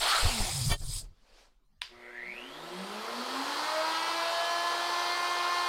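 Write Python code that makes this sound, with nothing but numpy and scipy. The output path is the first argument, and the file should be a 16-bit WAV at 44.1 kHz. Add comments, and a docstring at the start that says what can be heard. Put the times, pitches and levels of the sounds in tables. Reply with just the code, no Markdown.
"""A garage shop, with a bench on which a coasting handheld router is set; a steel plate is slid and laid down.
Coloured noise and falling shaft tones make the coasting motor; noise strokes and struck modes make the handling.
After a quiet moment the switch snaps in short modes and noise, and a soft-start motor climbs to full speed:
mains buzz and shaft orders are sums of sines, commutator whine is sine and narrow noise, fan roar is noise."""
import sys
import numpy as np
from scipy import signal
from scipy.io import wavfile
from scipy.ndimage import uniform_filter1d, map_coordinates

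SR = 44100
rng = np.random.default_rng(int(sys.argv[2]) if len(sys.argv) > 2 else 0)


def persist_wave(psi):
    """Save psi, clipped to +-1, as 16-bit WAV."""
    counts = np.round(np.clip(psi, -1, 1) * 32767).astype(np.int16)
    wavfile.write(sys.argv[1], SR, np.atleast_2d(counts).T)


def voltage_ratio(level):
    """Linear amplitude factor for a level in decibels (scalar or array-like)."""
    return 10 ** (np.asarray(level, float) / 20)


N = 250488
T = np.arange(N) / SR  # seconds

# Shaft speed while coasting. Each row: time in seconds, speed in turns per second.
COAST_SPEED = [(.09, 345), (.22, 300), (.328, 241.3), (.418, 200.9), (.504, 169.6), (.59, 134), (.682, 106),
               (.76, 92)]
# Shaft orders while coasting. Each row: multiple, level at full speed in dB, slope in dB per octave of speed.
COAST_ORDERS = [(1, -43.5, 0), (2, -56, 0), (3, -54, 9), (4, -54, 12)]
# Bench resonances that a falling order passes through. 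Each row: frequency in Hz, width in Hz, lift in dB.
BENCH_WAVES = [(113, 16, 8), (147, 14, 4), (184, 12, -15), (207, 11, 5), (245, 14, 2), (290, 32, -10),
               (350, 14, 10), (405, 12, 7), (450, 22, -6), (520, 20, 10)]
# Colour of the coasting roar. Each row: frequency in Hz, relative level in dB.
COAST_COLOUR = [(120, -72.5), (200, -34.5), (373, -15), (645, -10), (720, -3), (1020, -9.5), (1340, -5),
                (1650, -8.5), (2160, -8), (2700, -7.5), (3250, -4.5), (3750, -7), (4400, -3), (4900, -11),
                (5910, -18), (9180, -39), (14500, -27.5), (15900, -44.5)]
# Bench echo that hollows the roar as the router is carried down. Each row: time in seconds,
# first reinforced frequency in Hz, echo share from 0 to 1, ring of the gap under the base as a factor.
HOLLOW = [(0, 990, 0, .1), (.06, 1110, 0, 1.4), (.19, 1420, 0.1, 1.1), (.24, 1100, 0.05, 0.29),
          (.32, 805, 0.34, 0.45), (.5, 760, 0.4, 0.42), (.78, 765, 0, 0.18)]
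COAST_DB, COAST_DB_PER_OCTAVE, COAST_END_S = -28.5, 12.5, .77  # level at full speed, slope over speed

# Steel sliding over chips and dust. Each row: start in seconds, end in seconds, level in dB,
# rise in dB per second, fall in dB per second.
SCRAPE = [(0, .704, -36, 1000, 800.5), (.96, 0.99, -37.5, 86.5, 485)]
# Colour of the scrape. Each row: frequency in Hz, relative level in dB.
SCRAPE_COLOUR = [(180, -49), (300, -32.5), (470, -19.5), (644, -39), (760, -19), (1130, -18), (1660, -24.5),
                 (2310, -17.5), (2950, -18), (3250, -8), (4360, -7.5), (5030, 1.5), (5760, -11),
                 (6690, -7.5), (8400, -2.5), (9950, -7), (10800, -14.5), (14100, -18.5), (15900, -24)]
# Bumps through the bench. Each row: time in seconds, level in dB before a final doubling and smoothing,
# share of the higher bench mode from 0 to 1, signed strength, woody knock level in dB.
BUMPS = [(0.229, -16, 0.15, -0.4, -37), (0.252, -12, 0.56, -0.59, -35.5),
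         (0.403, -12.5, 0.39, -0.29, -37.5), (0.621, -38.5, 1, -0.78, -61.5),
         (0.663, -32.5, 0.85, -0.74, -59.5), (0.685, -21.5, 0.37, 0.57, -48.5),
         (0.713, -20, 0.6, 0.9, -47.5), (0.804, -19, 0.9, -0.11, -47), (0.957, -36.5, 0.5, -1.5, -62),
         (1.108, -51, 0.85, 0.86, -67)]
# Two low bench modes. Each row: frequency in Hz, 60 dB decay time in seconds.
BENCH_MODES = [(30, 0.22), (85, 0.102)]
# Low shudder of bench and stand. Each row: time in seconds, stand sway in dB, bench rumble in dB.
SHAKE = [(0, -46, -55), (.16, -52, -69), (.34, -51, -47), (.49, -67, -46), (.71, -51, -46),
         (.86, -37.5, -44), (.97, -47, -43.5), (1.09, -44.5, -57), (1.14, -61.5, -85), (2.6, -69, -71.5),
         (3.3, -80, -87), (5.68, -79, -75)]
# Colours of sway, rumble and woody knock. Each row: frequency in Hz, relative level in dB.
SWAY_COLOUR = [(8, 2.5), (28, 10.5), (50, -8.5), (70, -31), (120, -71.5)]
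RUMBLE_COLOUR = [(30, -53.5), (55, -19.5), (95, 0.5), (140, -4.5), (220, -29.5), (400, -61.5)]
KNOCK_COLOUR = [(100, -15), (250, 6), (700, 0), (1500, -7.5), (3000, -22), (8000, -44.5)]
KNOCK_T60_S, KNOCK_RISE_S = 0.18, .012
# Hands shifting on the bench top, a dull rub. Each row: start in seconds, end in seconds, level in dB,
# rise in dB per second, fall in dB per second.
RUB = [(.81, 1.03, -64, 600, 202)]
# Chatter of the landing plate. Each row: time in seconds, level in dB of the exciting noise.
PLATE_CLANK = [(0.68, -49), (0.718, -26), (0.745, -38), (0.778, -75), (0.79, -62)]
# Plate modes. Each row: frequency in Hz, width in Hz, relative level in dB.
PLATE_MODES = [(320, 40, -9), (410, 40, -6), (580, 35, -7), (700, 35, -6), (888, 52, -4), (1100, 37, -3),
               (1820, 31, -7), (2310, 35, -5), (2730, 34, -7), (3110, 30, -1), (3450, 38, -1),
               (3970, 60, -6), (4600, 36, -1), (6510, 28, -10), (7350, 28, -14), (9020, 28, -13),
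               (9240, 32, -9), (10050, 32, -11)]
PLATE_STOP_S = .765  # a hand presses the plate flat and stops its ring
# Soft noise: last tail of the scrape, then a faint swish, perhaps the router base over wood. Each row:
# time up to which it rises in seconds, time from which it falls in seconds, level in dB,
# rise in dB per second, fall in dB per second (in the first row rise and fall overlap).
SOFT_STROKES = [(1.05, 1.02, -53.5, 900, 380), (1.39, 1.43, -60, 65, 182.5)]
# Colours of the soft noise and of the quiet shop. Each row: frequency in Hz, relative level in dB.
SOFT_COLOUR = [(88, -61), (150, -28), (414, -8), (456, -5), (484, -5.5), (1590, -9.5), (2350, -12.5),
               (4740, -11), (14400, -35.5), (15900, -41)]
QUIET_COLOUR = [(59, -27), (100, -9), (229, 0.5), (321, -11), (512, -12), (799, -14.5), (2620, -20),
                (4740, -20), (7560, -28), (15900, -31.5)]
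QUIET_DB = -79

# Contacts of the switch. Each row: time in seconds, level in dB.
SWITCH = [(1.8135, -50), (1.8152, -36), (1.8172, -37), (1.8178, -17.5)]
# Modes of the switch. Each row: frequency in Hz, level in dB added to the contact's, 60 dB decay time in seconds.
SWITCH_MODES = [(995, -17.5, 0.043), (1700, -19.5, 0.011), (2710, -6.5, 0.01), (3230, -4, 0.0049),
                (3750, -2, 0.0059), (4600, -15, 0.006), (9060, -12.5, 0.0049)]
# Colours of the crack and of its echo in the shop. Each row: frequency in Hz, relative level in dB.
CRACK_COLOUR = [(200, -52), (800, -13), (1500, 3), (3000, 6), (5000, -6), (7000, -20), (10000, -15),
                (15000, -23), (17000, -42)]
SNAP_TAIL_COLOUR = [(300, -26.5), (900, -7), (1500, -6.5), (2500, 1), (3500, 0), (4200, -3), (4900, 5),
                    (6000, -9.5), (7500, -15), (9500, -24), (15000, -30), (17000, -43.5)]
CRACK_DB, SNAP_TAIL_DB, SNAP_TAIL_T60_S = -10, -42.5, 0.32  # crack in dB added to the contact's level
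# Decay of the shop's echoes. Each row: frequency in Hz, 60 dB decay time in seconds.
SHOP_DECAY = [(300, 0.12), (1000, 0.28), (3000, 0.29), (6000, 0.41), (12000, 0.14)]
SWITCH_ECHO_DB, MOTOR_ECHO_DB = -13, -11  # echo energy against the direct sound

PULSE_HZ = 120.1  # current pulses a second
# Buzz of the windings. Each row: multiple of the pulse rate, level in dB before the swell.
BUZZ = [(2, -72), (3, -63.5), (4, -82), (5, -71.5), (6, -72), (7, -85), (8, -73)]
# Swell of the buzz. Each row: time in seconds, gain in dB.
BUZZ_SWELL = [(1.87, -36), (1.92, 4), (2.38, 8), (2.48, 6), (2.63, 6.5), (2.7, 11), (2.78, 6), (3.4, 8.5),
              (3.8, -1), (5.68, -48)]
# Housing ringing under the current pulses, then commutator whine, then its octave, a broad hiss.
# Each row: start in seconds, end in seconds, level in dB, rise in dB per second, fall in dB per second.
# Rise runs up to the start and fall runs from the end.
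RATTLE = [(1.93, 3.2, -61, 400, 300), (2.035, 2.07, -54, 500, 300), (2.17, 2.27, -53, 150, 120)]
WHINE = [(2.19, 2.29, -45, 140, 110), (2.33, 2.4, -52, 100, 90), (2.55, 2.62, -59, 50, 28)]
OVERTONE = [(2.2, 2.3, -67, 150, 100), (2.79, 2.88, -63, 60, 70)]
RATTLE_HZ, COMMUTATOR_BARS = 2010, 23

# Shaft speed while spinning up. Each row: time in seconds, speed in turns per second.
SPIN_SPEED = [(2.0, 52), (2.24, 88), (2.3, 96), (2.41, 122), (2.5, 138.5), (2.75, 181), (2.88, 199.9),
              (3.25, 251.4), (3.62, 302.7), (3.75, 313.4), (3.88, 320.3), (4.12, 331.9), (4.5, 341.8),
              (5.0, 349.5), (5.2, 351.5), (5.68, 352)]
FULL_SPEED = 352  # turns per second
# Low and upper orders of the rising shaft. Each row: multiple, level at full speed in dB,
# slope in dB per octave of speed.
SPIN_ORDERS = [(1, -49, -0.5), (2, -42, 11), (3, -38, 30), (4, -44, 26.5), (5, -42.5, 33), (6, -43, 36),
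               (7, -47, 37.5)]
UPPER_ORDERS = [(8, -58, -16), (9, -57, -15), (10, -59, -4), (11, -59.5, -13.5), (12, -65, -2),
                (13, -63.5, -38), (14, -74, -60), (15, -68, -68), (17, -64.5, 0)]
# Standing waves of the shop that low and upper orders pass through. Each row: frequency in Hz,
# width in Hz, lift in dB.
SHOP_WAVES = [(125, 20, -6), (150, 10, -0.5), (170.5, 10, -4), (187, 7, 4), (199, 5, -2), (211, 6, -2.5),
              (223.3, 6.8, -15.5), (238, 7.3, -2), (263.6, 9, 1), (294, 5.3, -6), (299.3, 4.5, 7.5),
              (310.4, 3, -12), (339.3, 2.8, -17), (360, 1.1, 4), (367, 4.6, 3), (427, 35, -2),
              (458, 6.7, 10), (508, 58, -15), (565, 22, -6), (601, 18, -8), (629.5, 14, 11.5),
              (652.5, 13.2, -12), (675, 16.7, 7.5), (760, 39, -9), (910, 47, -1.5), (937, 13.5, -11),
              (959.5, 9, 9.5), (990, 12, -6), (1024, 9.6, 5.5), (1020, 9.1, -8), (1000, 2.8, -4),
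              (1052, 2.46, -1), (1056, 1.8, 3.5), (1160, 20, -22), (1280, 77, 7), (1360, 27, -6.5),
              (1404, 2.2, -1.5), (1683, 3.8, -7), (1709, 18, 4.5), (1960, 8.7, 2), (2049, 48, -12),
              (2105, 3.4, 5), (2338, 7.5, 9), (2365, 22, -19), (2432, 25, -7.5)]
UPPER_WAVES = [(2772, 39, -11), (3075, 27, 6), (3250, 27, 7), (3400, 25, -6), (3518, 6.2, -11),
               (3700, 30, 7), (3762, 14, -6), (4210, 6.4, 13), (4224, 1.7, 8.5), (4500, 40, -9),
               (4450, 21, -15), (4730, 24, -1), (5600, 60, 5), (5720, 40, -5), (5820, 16, 10),
               (5865, 25, -2), (5940, 31, 7)]
# Room modes that keep ringing at their own pitch. Each row: frequency in Hz, width in Hz, ring gain in dB.
SHOP_RINGS = [(186, 4, -2), (209, 4, 1), (238, 4, 0), (266, 4, 1), (352, 5, 1), (395, 6, 0), (425, 6, 0),
              (460, 6, -2), (640, 8, -3)]
# Emergence of the upper orders. 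Each row: time in seconds, gain in dB.
UPPER_SWELL = [(3.62, -18), (3.8, -3), (3.92, 5.5), (5.68, 8)]
# Across the shop the small motor loses this much for each octave below the corner.
BASS_CUT_HZ, BASS_CUT_DB = 199, 40.5

# Colours of the fan roar at slow and at full speed. Each row: frequency in Hz, relative level in dB.
ROAR_SLOW = [(35, -56), (60, -45), (146, -17.5), (193, -19), (354, -4.5), (747, -2.5), (988, -3.5),
             (2820, -12), (3400, -9.5), (5960, -23.5), (13200, -28.5), (14800, -37), (15900, -63.5)]
ROAR_FAST = [(35, -68), (60, -33.5), (293, -26), (346, -17.5), (634, -11.5), (696, -12), (764, -4.5),
             (1040, -1), (1140, -6), (1770, -11.5), (2240, -14.5), (4830, -15), (7190, -26.5),
             (12300, -31.5), (15900, -40.5)]
# Resonances of the motor housing. Each row: frequency in Hz, width in Hz, lift in dB
# (above 2000 Hz the lift is scaled with speed).
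HOUSING = [(484, 42, 4), (572, 28, 6), (1040, 69, 2), (1307, 78, 5.5), (3270, 170, 3), (4180, 300, 4),
           (4580, 540, 3), (6880, 310, 2), (8580, 900, 4)]
ROAR_ON_S, ROAR_RISE, ROAR_DB, ROAR_DB_PER_OCTAVE = 2.006, 69, -37, 12  # rise in dB per second
ROAR_SPEEDS = (82, 292)  # turns per second between which the roar grows
BRIGHT_SPEEDS, BRIGHT_SHARE = (112, 309), 0.98  # where the full-speed colour takes over; its final power share
LIFT_SPEEDS, LIFT = (216, 260), (0.78, 1.385)  # factor on the dB lift of the upper housing resonances


def evened(x):
    """Normalization: scales a signal to rms 1."""
    return x / np.sqrt(np.mean(x ** 2) + 1e-20)


def read(points, hz):
    """Interpolation of a curve along a logarithmic frequency axis."""
    f, value = np.transpose(points)
    return np.interp(np.log(hz + 1), np.log(f + 1), value)


def played(rows):
    """Interpolation of columns over time, with a gate that opens and shuts softly at the table's ends."""
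    s, *columns = np.transpose(rows)
    opening = T - s[0] + (s[0] <= 0)  # open from the outset if the table starts at 0
    closing = s[-1] - T + (s[-1] > 5.6)  # open to the last if the table reaches the end
    gate = np.clip(np.minimum(opening, closing) / .015, 0, 1)
    return gate, *(np.interp(T, s, c) for c in columns)


def between(start, end):
    """Gating: linear ramps of 15 ms open and shut the sound."""
    return np.clip(np.minimum(T - start, end - T) / .015, 0, 1)


def swells(rows):
    """Exponential envelopes: strokes rise up to the start and fall from the end at steady dB rates."""
    return sum(voltage_ratio(db - rise * np.maximum(start - T, 0) - fall * np.maximum(T - end, 0))
               for start, end, db, rise, fall in rows)


def drift(rate):
    """Random modulation: rate points per second joined by lines, at rms 1."""
    points = np.arange(6 * rate + 2)
    return evened(np.interp(T * rate, points, rng.standard_normal(len(points))))


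def noise(colour, patchy_db, size=1024):
    """Noise synthesis from random short-time spectra of a given colour with drifting patches."""
    hz = np.fft.rfftfreq(size, 1 / SR)
    real, imaginary, patches = rng.standard_normal((4 * N // size + 5, len(hz), 3)).T
    patches = uniform_filter1d(patches, size=10, axis=0)
    patches = evened(uniform_filter1d(patches, size=8, axis=1))
    spectra = (real + 1j * imaginary) * voltage_ratio(read(colour, hz)[:, None] + patchy_db * patches)
    return evened(signal.istft(spectra, nperseg=size, noverlap=3 * size // 4)[1][:N])


def rush(gain, colour, patchy_db, grain_db):
    """Friction and flow noise: coloured noise under a gain curve, roughened by fast grains."""
    return gain * evened(noise(colour, patchy_db, size=512) * voltage_ratio(grain_db * drift(rate=540)))


def resonate(x, hz, width):
    """Resonance by heterodyning: shifts the frequency hz down to zero, smooths, and shifts back."""
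    turn = np.exp(2j * np.pi * np.cumsum(hz * np.ones(len(x))) / SR)
    r = np.exp(-np.pi * width / SR)
    return 2 * (turn * signal.lfilter([1 - r], [1, -r], x * turn.conj())).real


def ring(s, hz, t60):
    """Free decay of a mode struck at time s."""
    out, part = np.zeros(N), slice(int(s * SR) + 1, int((s + 2 * t60) * SR))
    t = T[part] - s
    out[part] = voltage_ratio(-60 * t / t60) * np.sin(2 * np.pi * hz * t)
    return out


def tone(angle, waver_db):
    """Harmonic oscillation: a sine of rms 1 before its strength is made to waver."""
    return np.sqrt(2) * np.sin(angle + 2 * np.pi * rng.random()) * voltage_ratio(waver_db * drift(rate=25))


def turning(speed):
    """Rotation: shaft angle, size of the speed change (turns per s each s), and speed (turns per s)."""
    turns = uniform_filter1d(np.interp(T, *np.transpose(speed)), size=3000)
    return 2 * np.pi * np.cumsum(turns) / SR, abs(np.gradient(turns)) * SR, turns


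def shaft(orders, speed, waves, waver_db, cut_hz):
    """Order excitation: shaft multiples follow speed and swell or fade as they cross resonances."""
    angle, sweep, turns = turning(speed)
    depth_db = waver_db * (1 + np.minimum(sweep / 60, 2))  # a sweeping tone breaks up among echoes
    turns, out = turns[::64], 0  # gains are worked out every 64 samples
    for k, db, slope in orders:
        hz = k * turns
        waves_db = sum(lift_db * np.exp(-((hz - f) / width) ** 2) for f, width, lift_db in waves)
        db = db + slope * np.log2(turns / FULL_SPEED)
        db = db + BASS_CUT_DB * np.minimum(np.log2(hz / cut_hz), 0)
        gain = np.repeat(voltage_ratio(db + uniform_filter1d(waves_db, size=20)), repeats=64)[:N]
        out = out + gain * tone(k * angle, depth_db)
    return out


def shop(x, wet_db):
    """Reverberation: sparse echoes of random sign die away band by band."""
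    taps = np.zeros(SR // 2)
    at = np.arange(200, SR // 2 - 20, 20)
    taps[at + rng.integers(0, 20, len(at))] = rng.choice([-1., 1.], len(at))
    hz, t, z = signal.stft(taps, SR, nperseg=256)
    tail = signal.istft(z * voltage_ratio(-60 * t / read(SHOP_DECAY, hz)[:, None]), SR, nperseg=256)[1]
    return x + voltage_ratio(wet_db) * signal.fftconvolve(x, tail / np.linalg.norm(tail))[:N]


def coasting_fan():
    """Comb filtering: the sinking roar rings in the gap under the base and meets its inverted bench echo."""
    *_, turns = turning(COAST_SPEED)
    gain = voltage_ratio(COAST_DB + COAST_DB_PER_OCTAVE * np.log2(turns / FULL_SPEED))
    roar = rush(gain * between(0, COAST_END_S), COAST_COLOUR, patchy_db=-2.0, grain_db=0.5)
    _, hz, share, gap_ring = played(HOLLOW)
    roar = roar + gap_ring * resonate(roar, hz, width=300)
    echo = map_coordinates(roar, [(T - 1 / (2 * hz)) * SR], order=3)  # half a period late
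    return roar - share * echo


def scrape():
    """Sliding friction: steel over chips and dust gives grainy coloured noise."""
    return rush(swells(SCRAPE), SCRAPE_COLOUR, patchy_db=-2.0, grain_db=1.0)


def quiet_shop():
    """Background noise: a faint, steady, patchy spectrum."""
    return voltage_ratio(QUIET_DB) * noise(QUIET_COLOUR, patchy_db=5.5)


def bench():
    """Modal excitation: bumps ring two low modes, with woody knocks and a rub, over a lumpy shudder."""
    (low_hz, low_t60), (high_hz, high_t60) = BENCH_MODES
    bumps = sum(voltage_ratio(db) * way * ((1 - high) * ring(s, low_hz, low_t60) + high * ring(s, high_hz, high_t60))
                for s, db, high, way, _ in BUMPS)
    knocks = sum(voltage_ratio(db - 60 * np.maximum(T - s, 0) / KNOCK_T60_S) * np.clip((T - s) / KNOCK_RISE_S, 0, 1)
                 for s, *_, db in BUMPS)
    wood = (knocks + swells(RUB)) * noise(KNOCK_COLOUR, patchy_db=5.5)
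    _, sway_db, rumble_db = played(SHAKE)
    sway = voltage_ratio(sway_db) * noise(SWAY_COLOUR, patchy_db=0.6, size=4096)
    rumble = voltage_ratio(rumble_db) * noise(RUMBLE_COLOUR, patchy_db=9.0, size=2048)
    return 2 * uniform_filter1d(bumps, size=130) + wood + sway + rumble


def coasting_shaft():
    """Order excitation: the slowing shaft's multiples fall through the resonances of the bench."""
    return between(.27, .74) * shaft(COAST_ORDERS, COAST_SPEED, BENCH_WAVES, waver_db=1.1, cut_hz=66)


def plate():
    """Forced modal vibration: the landing plate chatters, rings in its modes and is damped by a hand."""
    gate, db = played(PLATE_CLANK)
    chatter = (gate * voltage_ratio(db) * rng.standard_normal(N))[:SR]  # all is over within the first second
    modes = sum(voltage_ratio(db) / np.sqrt(width) * resonate(chatter, hz, width) for hz, width, db in PLATE_MODES)
    modes = modes * voltage_ratio(-60 * np.maximum(T[:SR] - PLATE_STOP_S, 0) / 0.025)
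    modes = modes * np.std(chatter) / np.std(modes) * voltage_ratio(-1.5)
    thud = voltage_ratio(-6.5) * resonate(chatter, hz=870, width=1600)
    return np.pad(modes + thud, (0, N - SR))


def soft_noise():
    """Friction noise: the last tail of the scrape, then a faint swish, both softly coloured."""
    return rush(swells(SOFT_STROKES), SOFT_COLOUR, patchy_db=2.0, grain_db=0.1)


def switch():
    """Impact: a plastic snap excites short modes and a crack of noise."""
    modes = sum((-1) ** k * voltage_ratio(db + mode_db) * ring(s, hz, t60)
                for s, db in SWITCH for k, (hz, mode_db, t60) in enumerate(SWITCH_MODES))
    burst = sum(voltage_ratio(db + CRACK_DB - 60 * np.maximum(T - s, 0) / 0.011) * (T > s) for s, db in SWITCH)
    snap = modes + burst * noise(CRACK_COLOUR, patchy_db=-0.5, size=256)
    band = signal.butter(2, (650, 13000), 'band', fs=SR, output='sos')
    return signal.sosfilt(band, snap)  # the snap carries no bass


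def snap_echo():
    """Diffuse reverberation: coloured noise decays exponentially after the last contact."""
    after = T - SWITCH[-1][0]
    decay = (after > 0) * voltage_ratio(SNAP_TAIL_DB - 60 * abs(after) / SNAP_TAIL_T60_S)
    return decay * noise(SNAP_TAIL_COLOUR, patchy_db=2.0, size=256)


def current_pulses(sharp):
    """Phase control: current passes in short pulses, twice a mains cycle."""
    return evened(np.exp(sharp * np.cos(2 * np.pi * PULSE_HZ * T)))


def fan():
    """Flow noise: the roar grows and brightens with speed, throbs with the current and excites the housing."""
    *_, turns = turning(SPIN_SPEED)
    db = ROAR_DB + ROAR_DB_PER_OCTAVE * np.log2(np.clip(turns, *ROAR_SPEEDS) / ROAR_SPEEDS[1])
    db = db - ROAR_RISE * np.maximum(ROAR_ON_S - T, 0)
    fast = np.interp(turns, BRIGHT_SPEEDS, (0, BRIGHT_SHARE))
    lift = np.interp(turns, LIFT_SPEEDS, LIFT)
    air = np.sqrt(1 - fast) * noise(ROAR_SLOW, patchy_db=1.8)
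    air = air + np.sqrt(fast) * noise(ROAR_FAST, patchy_db=0.96)
    air = air + sum((voltage_ratio(lift_db * (lift if hz > 2000 else 1)) - 1) * resonate(air, hz, width)
                    for hz, width, lift_db in HOUSING)
    started = T > SWITCH[-1][0]
    return started * voltage_ratio(db + 0.12 * drift(rate=7.2)) * air * current_pulses(sharp=0.053)


def windings():
    """Magnetic forces: current pulses make the windings buzz on the mains multiples."""
    gate, swell_db = played(BUZZ_SWELL)
    buzz = sum(voltage_ratio(db) * tone(2 * np.pi * k * PULSE_HZ * T, waver_db=.8) for k, db in BUZZ)
    return gate * voltage_ratio(swell_db) * buzz


def narrow_noise(x, hz, width):
    """Cascaded resonance: two equal passes narrow a noise, which is then set to rms 1."""
    return evened(resonate(resonate(x, hz, width), hz, width))


def rattle():
    """Forced resonance: the current pulses rattle the housing."""
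    knocks = rng.standard_normal(N) * current_pulses(sharp=0.56) + .3 * current_pulses(sharp=300)
    return swells(RATTLE) * narrow_noise(knocks, RATTLE_HZ, width=380)


def low_orders():
    """Modal excitation: low shaft multiples step from one room mode to the next as they climb."""
    orders = shaft(SPIN_ORDERS, SPIN_SPEED, SHOP_WAVES, waver_db=.9, cut_hz=BASS_CUT_HZ)
    early = orders[:4 * SR] * between(0, 3.7)[:4 * SR]  # only while the speed sweeps fast
    rings = sum(voltage_ratio(db) * resonate(early, hz, width) for hz, width, db in SHOP_RINGS)
    return orders + np.pad(rings, (0, N - 4 * SR))


def commutator():
    """Bar-passing excitation: brushes over the bars whistle, chopped by the current pulses."""
    angle, _, turns = turning(SPIN_SPEED)
    bars_hz = COMMUTATOR_BARS * turns
    rough = narrow_noise(rng.standard_normal(N), bars_hz, width=290)
    pure = np.sqrt(2) * np.sin(COMMUTATOR_BARS * angle)
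    whine = swells(WHINE) * evened((.72 * pure + .48 * rough) * current_pulses(sharp=1.0))
    octave = narrow_noise(rng.standard_normal(N), 2 * bars_hz, width=900)
    return whine + swells(OVERTONE) * octave


def upper_orders():
    """Order excitation: higher shaft multiples come out of the roar near full speed."""
    gate, swell_db = played(UPPER_SWELL)
    orders = shaft(UPPER_ORDERS, SPIN_SPEED, UPPER_WAVES, waver_db=1.7, cut_hz=BASS_CUT_HZ)
    return gate * voltage_ratio(swell_db) * orders


def scene():
    """Superposition: the coasting router and bench work, then the quiet shop and the spin-up."""
    coasting = coasting_fan() + coasting_shaft()
    handling = scrape() + bench() + plate() + soft_noise()
    snap = shop(switch(), SWITCH_ECHO_DB) + snap_echo()
    motor = shop(fan() + rattle() + commutator(), MOTOR_ECHO_DB)
    running = windings() + motor + low_orders() + upper_orders()
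    return (coasting + handling + quiet_shop() + snap + running)[None]


def top_cut(x):
    """Nothing passes above the cut-off."""
    return signal.sosfilt(signal.butter(12, 16040, fs=SR, output="sos"), x)


def record(dry):
    """Transmission: hands on the finished mix."""
    return top_cut(dry)


dry = scene()
out = record(dry)
persist_wave(out)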